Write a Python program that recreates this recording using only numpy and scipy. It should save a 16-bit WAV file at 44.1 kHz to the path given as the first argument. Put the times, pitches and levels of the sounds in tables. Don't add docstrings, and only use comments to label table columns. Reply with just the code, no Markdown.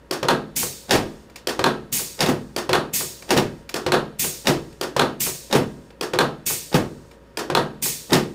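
import sys
import numpy as np
from scipy import signal
from scipy.fft import rfft, irfft
from scipy.io import wavfile
from scipy.ndimage import uniform_filter1d, minimum_filter1d

SR = 44100
rng = np.random.default_rng(int(sys.argv[2]) if len(sys.argv) > 2 else 0)


def put_to_file(sound):
    columns = np.atleast_2d(sound).T
    safe = np.clip(columns, -1, 1)
    whole_steps = np.round(safe * 32767)
    wavfile.write(sys.argv[1], SR, whole_steps.astype(np.int16))


N = 367794
CUTOFF_HZ = 15600
CLOCK_S = np.arange(N) / SR
AGE_S = np.arange(int(.7 * SR)) / SR
RIPPLE = rng.standard_normal(400)

# f/Hz, level/dB, t60/s
PISTON_MODES = [(363, -9, 0.14), (528, 2, 0.037), (998, -2, 0.025), (1280, -13, 0.016), (4240, -23, 0.071)]
# f/Hz, level/dB
PISTON_SPECTRUM = [(47, -34), (80, -7.5), (145, -2), (250, -16), (365, -1.5), (550, -2.5), (720, -7),
                   (1400, -11.5), (2000, -17.5), (5000, -23.5), (15500, -43)]
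# f/Hz, level/dB
LATCH_SPECTRUM = [(30, -16), (100, -19.5), (170, -6.5), (380, -0.5), (700, -2.5), (1300, -10.5),
                  (2200, -11.5), (5200, -13.5), (7000, -16.5), (9500, -21.5), (12000, -24), (15500, -26)]
# f/Hz, level/dB
SILENCER_SPECTRUM = [(150, -4), (500, -32), (1500, -10), (3000, -7), (4000, 3.5), (6200, 3), (9300, 1.5),
                     (10200, -14), (11200, -6), (11700, -2), (12600, -17), (15400, -8)]


def raising():
    raises = [(.1094, 1.5, .228, -1, .2845), (1.4706, 3.5, 1.591, .5, 1.6408),
              (2.562, 1.5, 2.6914, 1, 2.7305), (3.7405, 1, 3.8627, .5, 3.920),
              (4.811, 0, 4.9635, 4, 4.9945), (6.0095, -.5, 6.1337, -.5, 6.188),
              (7.371, .5, 7.499, -3.5, 7.5498)]
    # f/Hz, level/dB, t60/s
    valve_modes = [(374, 9.5, 0.023), (529, -3, 0.034), (2500, 10, 0.0067), (3256, -7, 0.028),
                   (4470, -1.5, 0.014), (4850, 3, 0.014)]
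    stop_modes = [(398, 4.5, 0.04), (694, -10.5, 0.047), (793, -22, 0.19), (917, -4.5, 0.074),
                  (1214, -5.5, 0.053), (1310, -18.5, 0.34), (1590, -5, 0.021), (1580, -17.5, 0.21),
                  (2520, -7.5, .02), (3416, -10, 0.075), (4153, -0.5, 0.026), (4300, -23, 0.1)]
    # f/Hz, level/dB
    valve_spectrum = [(47, -53.5), (140, -10.5), (180, -13), (360, -1.5), (550, -4.5), (800, -8.5),
                      (1700, -11.5), (2100, -19), (5600, -18.5), (6900, -21.5), (8700, -23.5), (15500, -31)]
    stop_spectrum = [(30, -24), (90, -25.5), (150, -3), (370, -4), (620, -2), (1250, -6), (1650, -9),
                     (2000, -16), (3200, -16.5), (4200, -14.5), (4900, -23.5), (9000, -28.5), (12000, -31),
                     (15500, -39.5)]
    valve_s, valve_treble_db, lift_s, lift_treble_db, stop_s = np.transpose(raises)
    valve = blows(strikes(valve_s, level_db=-14, treble_db=valve_treble_db), valve_spectrum, valve_modes,
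                  crack_db=-8.5, crack_s=.0045, crack_treble_db=10, attack_s=.0019,
                  room_db=-5.5, early_db=-11, echo_db=-8, frame_db=-10)
    lift = blows(strikes(lift_s, level_db=-12.3, treble_db=lift_treble_db),
                 PISTON_SPECTRUM, PISTON_MODES,
                 crack_db=-5, crack_s=.005, crack_treble_db=7.5, attack_s=.0017,
                 room_db=-10, early_db=2, echo_db=-10.5, frame_db=-5)
    stop = blows(strikes(stop_s, level_db=-9, treble_db=0), stop_spectrum, stop_modes,
                 crack_db=-15.5, crack_s=.0056, crack_treble_db=19.5, attack_s=.0002,
                 room_db=-2.5, early_db=-5, echo_db=-10.5, frame_db=-2)
    return valve + lift + stop


def dropping(push_lead_s=.026, strain_lead_s=.015, bump_lag_s=.023, full_thud_db=-8):
    # push/dB, trip t/s, latch/dB, latch treble/dB, bump/dB, landing t/s, landing/dB
    drops = [(-45, .908, -4.5, -.5, -15, 0.95, -12), (-52, 2.205, -11, 1, -17.5, 2.285, -11),
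             (-46, 3.305, -8.5, -4.5, -17.5, 3.365, -8.5), (-46, 4.470, -11, .5, -25, 4.490, -11.5),
             (-44, 5.526, -10.5, -6, -24, 5.551, -6.5), (-40, 6.742, -14, -7, -28, 6.744, -6.5),
             (-38, 8.1305, -13.5, 4.5, -10, 8.12, -11)]
    # t/s, level/dB
    rebounds = [(2.261, -16.5), (3.374, -10.5)]
    # f/Hz, level/dB, t60/s
    latch_modes = [(426, -4, 0.023), (660, -6, .02), (3760, 0.5, 0.028), (4720, 6, 0.011),
                   (5240, 3.5, 0.013), (5600, -15, 0.11)]
    thud_modes = [(147.5, 2.5, 0.073), (249, -3, 0.1), (382, 4, 0.031), (484, 3, 0.023)]
    # f/Hz, level/dB
    thud_spectrum = [(25, -28), (75, -17.5), (140, -1.5), (200, -2), (370, -2), (600, -7.5), (1200, -13),
                     (2200, -21), (5000, -26), (15500, -34)]
    push_db, trip_s, latch_db, latch_treble_db, bump_db, landing_s, landing_db = np.transpose(drops)
    rebound_s, rebound_db = np.transpose(rebounds)
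    contact_s = np.minimum(trip_s, landing_s)
    clacks = np.vstack([strikes(contact_s - strain_lead_s, level_db=-24, treble_db=-8),
                        strikes(trip_s, latch_db, latch_treble_db),
                        strikes(rebound_s, rebound_db, treble_db=-5.5)])
    latch = blows(clacks, LATCH_SPECTRUM, latch_modes,
                  crack_db=-5, crack_s=.0041, crack_treble_db=10, attack_s=.0012,
                  room_db=-4.5, early_db=3.5, echo_db=-11, frame_db=-8.5)
    thud_s = np.r_[contact_s - push_lead_s, trip_s + bump_lag_s, landing_s]
    thud_db = np.r_[push_db, bump_db, landing_db]
    thud_treble_db = .38 * (full_thud_db - thud_db)
    thud = blows(strikes(thud_s, thud_db, thud_treble_db), thud_spectrum, thud_modes,
                 crack_db=-6.5, crack_s=.007, crack_treble_db=-2.5, attack_s=.00046,
                 room_db=-6.5, early_db=2.5, echo_db=-16.5, frame_db=-5, corner_hz=304)
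    return latch + thud


def venting():
    vents = [(.561, .064, -27.5), (1.924, .065, -33), (2.934, .067, -29), (4.192, .046, -27.5),
             (5.202, .059, -28), (6.462, .035, -29.5), (7.823, .029, -33)]
    vent_s, delay_s, settle_db = np.transpose(vents)
    settle = blows(strikes(vent_s + delay_s, settle_db, treble_db=-1), PISTON_SPECTRUM, PISTON_MODES[2:],
                   crack_db=-3, crack_s=.011, crack_treble_db=13, attack_s=.0054,
                   room_db=-2.5, early_db=0, echo_db=-17, frame_db=-1)
    return exhaust(vent_s) + settle + seep(vent_s)


def exhaust(vent_s, level_db=-21.5, hold_s=.08, pressure_s=.16, leak_lead_s=.0078):
    # f/Hz, level/dB
    jet_spectrum = [(47, -24), (150, 13), (350, 2), (600, -7), (950, -7), (1500, -9.5), (2300, 3.5),
                    (3100, 1), (4300, 1.5), (6700, 8), (8700, 7.5), (10500, 3), (13000, 3.5), (15500, 5)]
    track = np.zeros(N)
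    flow = rising(.0019) / np.sqrt(1 + (AGE_S / hold_s) ** 3.76) * dying(3.56)
    slack = rising(.23)
    lower_hz = 15600 * np.exp(-AGE_S / pressure_s)
    upper_hz = 1.5 * lower_hz
    for start_s in vent_s:
        jet = coloured(rng.standard_normal(len(AGE_S)), jet_spectrum)
        muffled = coloured(rng.standard_normal(len(AGE_S)), SILENCER_SPECTRUM)
        hiss = np.sqrt(1 - slack) * jet + np.sqrt(slack) * muffled
        lower = from_db(-4) * whistle(lower_hz, half_width_hz=300)
        upper = from_db(-9) * whistle(upper_hz, half_width_hz=500) * (upper_hz < CUTOFF_HZ)
        whistles = (lower + upper) * dying(1.7)
        leak = from_db(-12.5) * jet * rising(.0057) * dying(.51)
        add(track, start_s, from_db(level_db) * flow * (hiss + whistles))
        add(track, start_s - leak_lead_s, from_db(level_db) * leak)
    return track


def whistle(pitch_hz, half_width_hz):
    lowpass = signal.butter(2, half_width_hz, fs=SR, output="sos")
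    waver = signal.sosfilt(lowpass, rng.standard_normal(len(AGE_S)))
    return unit_rms(waver) * np.sin(2 * np.pi * np.cumsum(pitch_hz) / SR)


def seep(vent_s, length_s=.7, level_db=-66.5):
    is_open = sum((CLOCK_S > start_s) & (CLOCK_S < start_s + length_s) for start_s in vent_s)
    flow = uniform_filter1d(1.0 * is_open, size=2000)
    return from_db(level_db) * flow * coloured(rng.standard_normal(N), SILENCER_SPECTRUM)


def controls():
    # t/s, level/dB, treble/dB
    ticks = [(1.297, -37.5, -6), (1.3574, -36.5, 11.5), (3.222, -29, -5), (3.6906, -33.5, 10.5),
             (4.725, -43, 0), (5.903, -35, -12), (7.111, -35, -8)]
    # f/Hz, level/dB, t60/s
    tick_modes = [(2340, 1.5, 0.019), (4740, -6, .015), (7170, -28, 0.17), (11700, -29, 0.16)]
    return blows(ticks, LATCH_SPECTRUM, tick_modes,
                 crack_db=-12.5, crack_s=.0098, crack_treble_db=9, attack_s=.0017,
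                 room_db=-12.5, early_db=-8, echo_db=-14, frame_db=-16)


def ventilation(rumble_db=-50.5):
    # f/Hz, rms level/dB
    fan_tones = [(58, -55.5), (465, -64), (552, -60), (941, -66)]
    # f/Hz, level/dB
    rumble_spectrum = [(25, -20), (40, -21), (56, -3.5), (85, -7.5), (130, -5.5), (220, -8), (340, -7.5),
                       (550, -8.5), (750, -21.5), (940, -17), (1500, -21), (2300, -27.5), (6000, -36.5),
                       (15500, -46)]
    hum = sum(from_db(db) * np.sqrt(2) * np.sin(2 * np.pi * (hz * CLOCK_S + rng.random()))
              for hz, db in fan_tones)
    return from_db(rumble_db) * coloured(rng.standard_normal(N), rumble_spectrum) + hum


def blows(rows, spectrum, modes, crack_db, crack_s, crack_treble_db, attack_s,
          room_db, early_db, echo_db, frame_db, corner_hz=1500, ceiling_s=.022, alike=.58):
    # f/Hz, level/dB before weighting by the blow's spectrum, t60/s
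    frame_modes = [(62, -9, 0.38), (116, -24, 0.21), (141.24, -7.5, 0.48), (159.3, -15.5, 0.74),
                   (211, -13, 0.68), (251.4, -11.5, 0.59), (334, -10, 0.46), (365.2, -1.5, 0.3),
                   (444.5, -13, 0.51), (494.6, -3.5, 0.27), (545, -23.5, 0.29), (652, -13, 0.34),
                   (720, -37.5, 0.43), (789, -21, 0.37), (944, -8.5, 0.28), (1080, -4.5, 0.27),
                   (1213, -9, 0.32), (1490, -12, 0.19), (1610, -11.5, 0.37), (1816, -13, 0.18)]
    driven_modes = [(hz, db + at_hz(spectrum, hz), t60_s) for hz, db, t60_s in frame_modes]
    track = np.zeros(N)
    signature = rng.standard_normal(len(AGE_S))
    filling = np.interp(AGE_S, [.46 * ceiling_s, ceiling_s], [from_db(early_db), 1]) * rising(.0071)
    for start_s, level_db, treble_db in rows:
        white = np.sqrt(alike) * signature + np.sqrt(1 - alike) * rng.standard_normal(len(AGE_S))
        noise = coloured(white, spectrum)
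        burst = np.exp(-(AGE_S / crack_s) ** 2) * rising(attack_s)
        crack = from_db(crack_db) * treble_shelf(noise, crack_treble_db) * burst
        contact = crack + ringing(modes, scatter_db=1.5, swell_s=attack_s)
        echo = from_db(echo_db) * np.interp(AGE_S - ceiling_s, AGE_S, contact, left=0)
        room = from_db(room_db) * room_tail(noise) * filling
        frame = from_db(frame_db) * ringing(driven_modes, scatter_db=-1, swell_s=.015)
        blow = treble_shelf(contact + echo + room + frame, treble_db, corner_hz)
        add(track, start_s, from_db(level_db) * blow)
    return track


def ringing(modes, scatter_db, swell_s, swell_cycles=1.16):
    return sum(from_db(db + scatter_db * rng.normal()) * np.sin(2 * np.pi * (hz * AGE_S + rng.random()))
               * dying(t60_s) * rising(swell_s + swell_cycles / hz) for hz, db, t60_s in modes)


def room_tail(noise, hollow_db=-27.5, hollow_t60_s=.91):
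    # f/Hz, t60/s
    room_decay = [(60, 0.84), (150, 0.37), (350, 0.45), (700, 0.3), (1500, 0.28), (4000, 0.27),
                  (8000, 0.22), (15000, 0.19)]
    spectrum, hz = rfft(noise), np.fft.rfftfreq(len(noise), 1 / SR)
    centres_hz = np.transpose(room_decay)[0]
    walls = np.zeros(len(noise))
    for centre_hz, t60_s in room_decay:
        band = at_hz(np.c_[centres_hz, centres_hz == centre_hz], hz)
        walls += irfft(spectrum * band, len(noise)) * dying(t60_s)
    return walls + from_db(hollow_db) * noise[::-1] * dying(hollow_t60_s)


def strikes(times_s, level_db, treble_db):
    return np.transpose(np.broadcast_arrays(times_s, level_db, treble_db))


def coloured(white, spectrum, ripple_db=2.5):
    hz = np.fft.rfftfreq(len(white), 1 / SR)
    ripple = np.interp(hz, np.linspace(0, CUTOFF_HZ, len(RIPPLE)), RIPPLE) * np.minimum(hz / 2000, 1)
    gain = from_db(at_hz(spectrum, hz) + ripple_db * ripple) * (hz < CUTOFF_HZ)
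    return unit_rms(irfft(rfft(white) * gain, len(white)))


def treble_shelf(x, treble_db, corner_hz=1600):
    low = signal.sosfilt(signal.butter(1, corner_hz, fs=SR, output="sos"), x)
    return low + from_db(treble_db) * (x - low)


def dying(t60_s):
    return np.exp(-np.log(1000) * AGE_S / t60_s)


def rising(swell_s):
    return 1 - np.exp(-(AGE_S / swell_s) ** 2)


def at_hz(points, hz):
    known_hz, values = np.transpose(points)
    return np.interp(np.log(np.maximum(hz, 1)), np.log(known_hz), values)


def from_db(db):
    return 10 ** (np.asarray(db) / 20)


def unit_rms(x):
    return x / np.sqrt(np.mean(x ** 2) + 1e-20)


def add(track, start_s, sound):
    start = max(round(start_s * SR), 0)
    track[start:start + len(sound)] += sound[:max(N - start, 0)]


def scene():
    return (raising() + venting() + dropping() + controls() + ventilation())[None]


def record(dry, threshold=.66, release_db_per_s=248):
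    over_db = 20 * np.log10(np.maximum(np.abs(dry) / threshold, 1))
    release_db = release_db_per_s * CLOCK_S
    held_db = np.maximum.accumulate(over_db + release_db, axis=-1) - release_db
    gain = uniform_filter1d(minimum_filter1d(from_db(-held_db), size=45), size=45)
    lowpass = signal.ellip(12, .1, 80, CUTOFF_HZ, fs=SR, output="sos")
    return signal.sosfilt(lowpass, dry * gain)


dry = scene()
out = record(dry)
put_to_file(out)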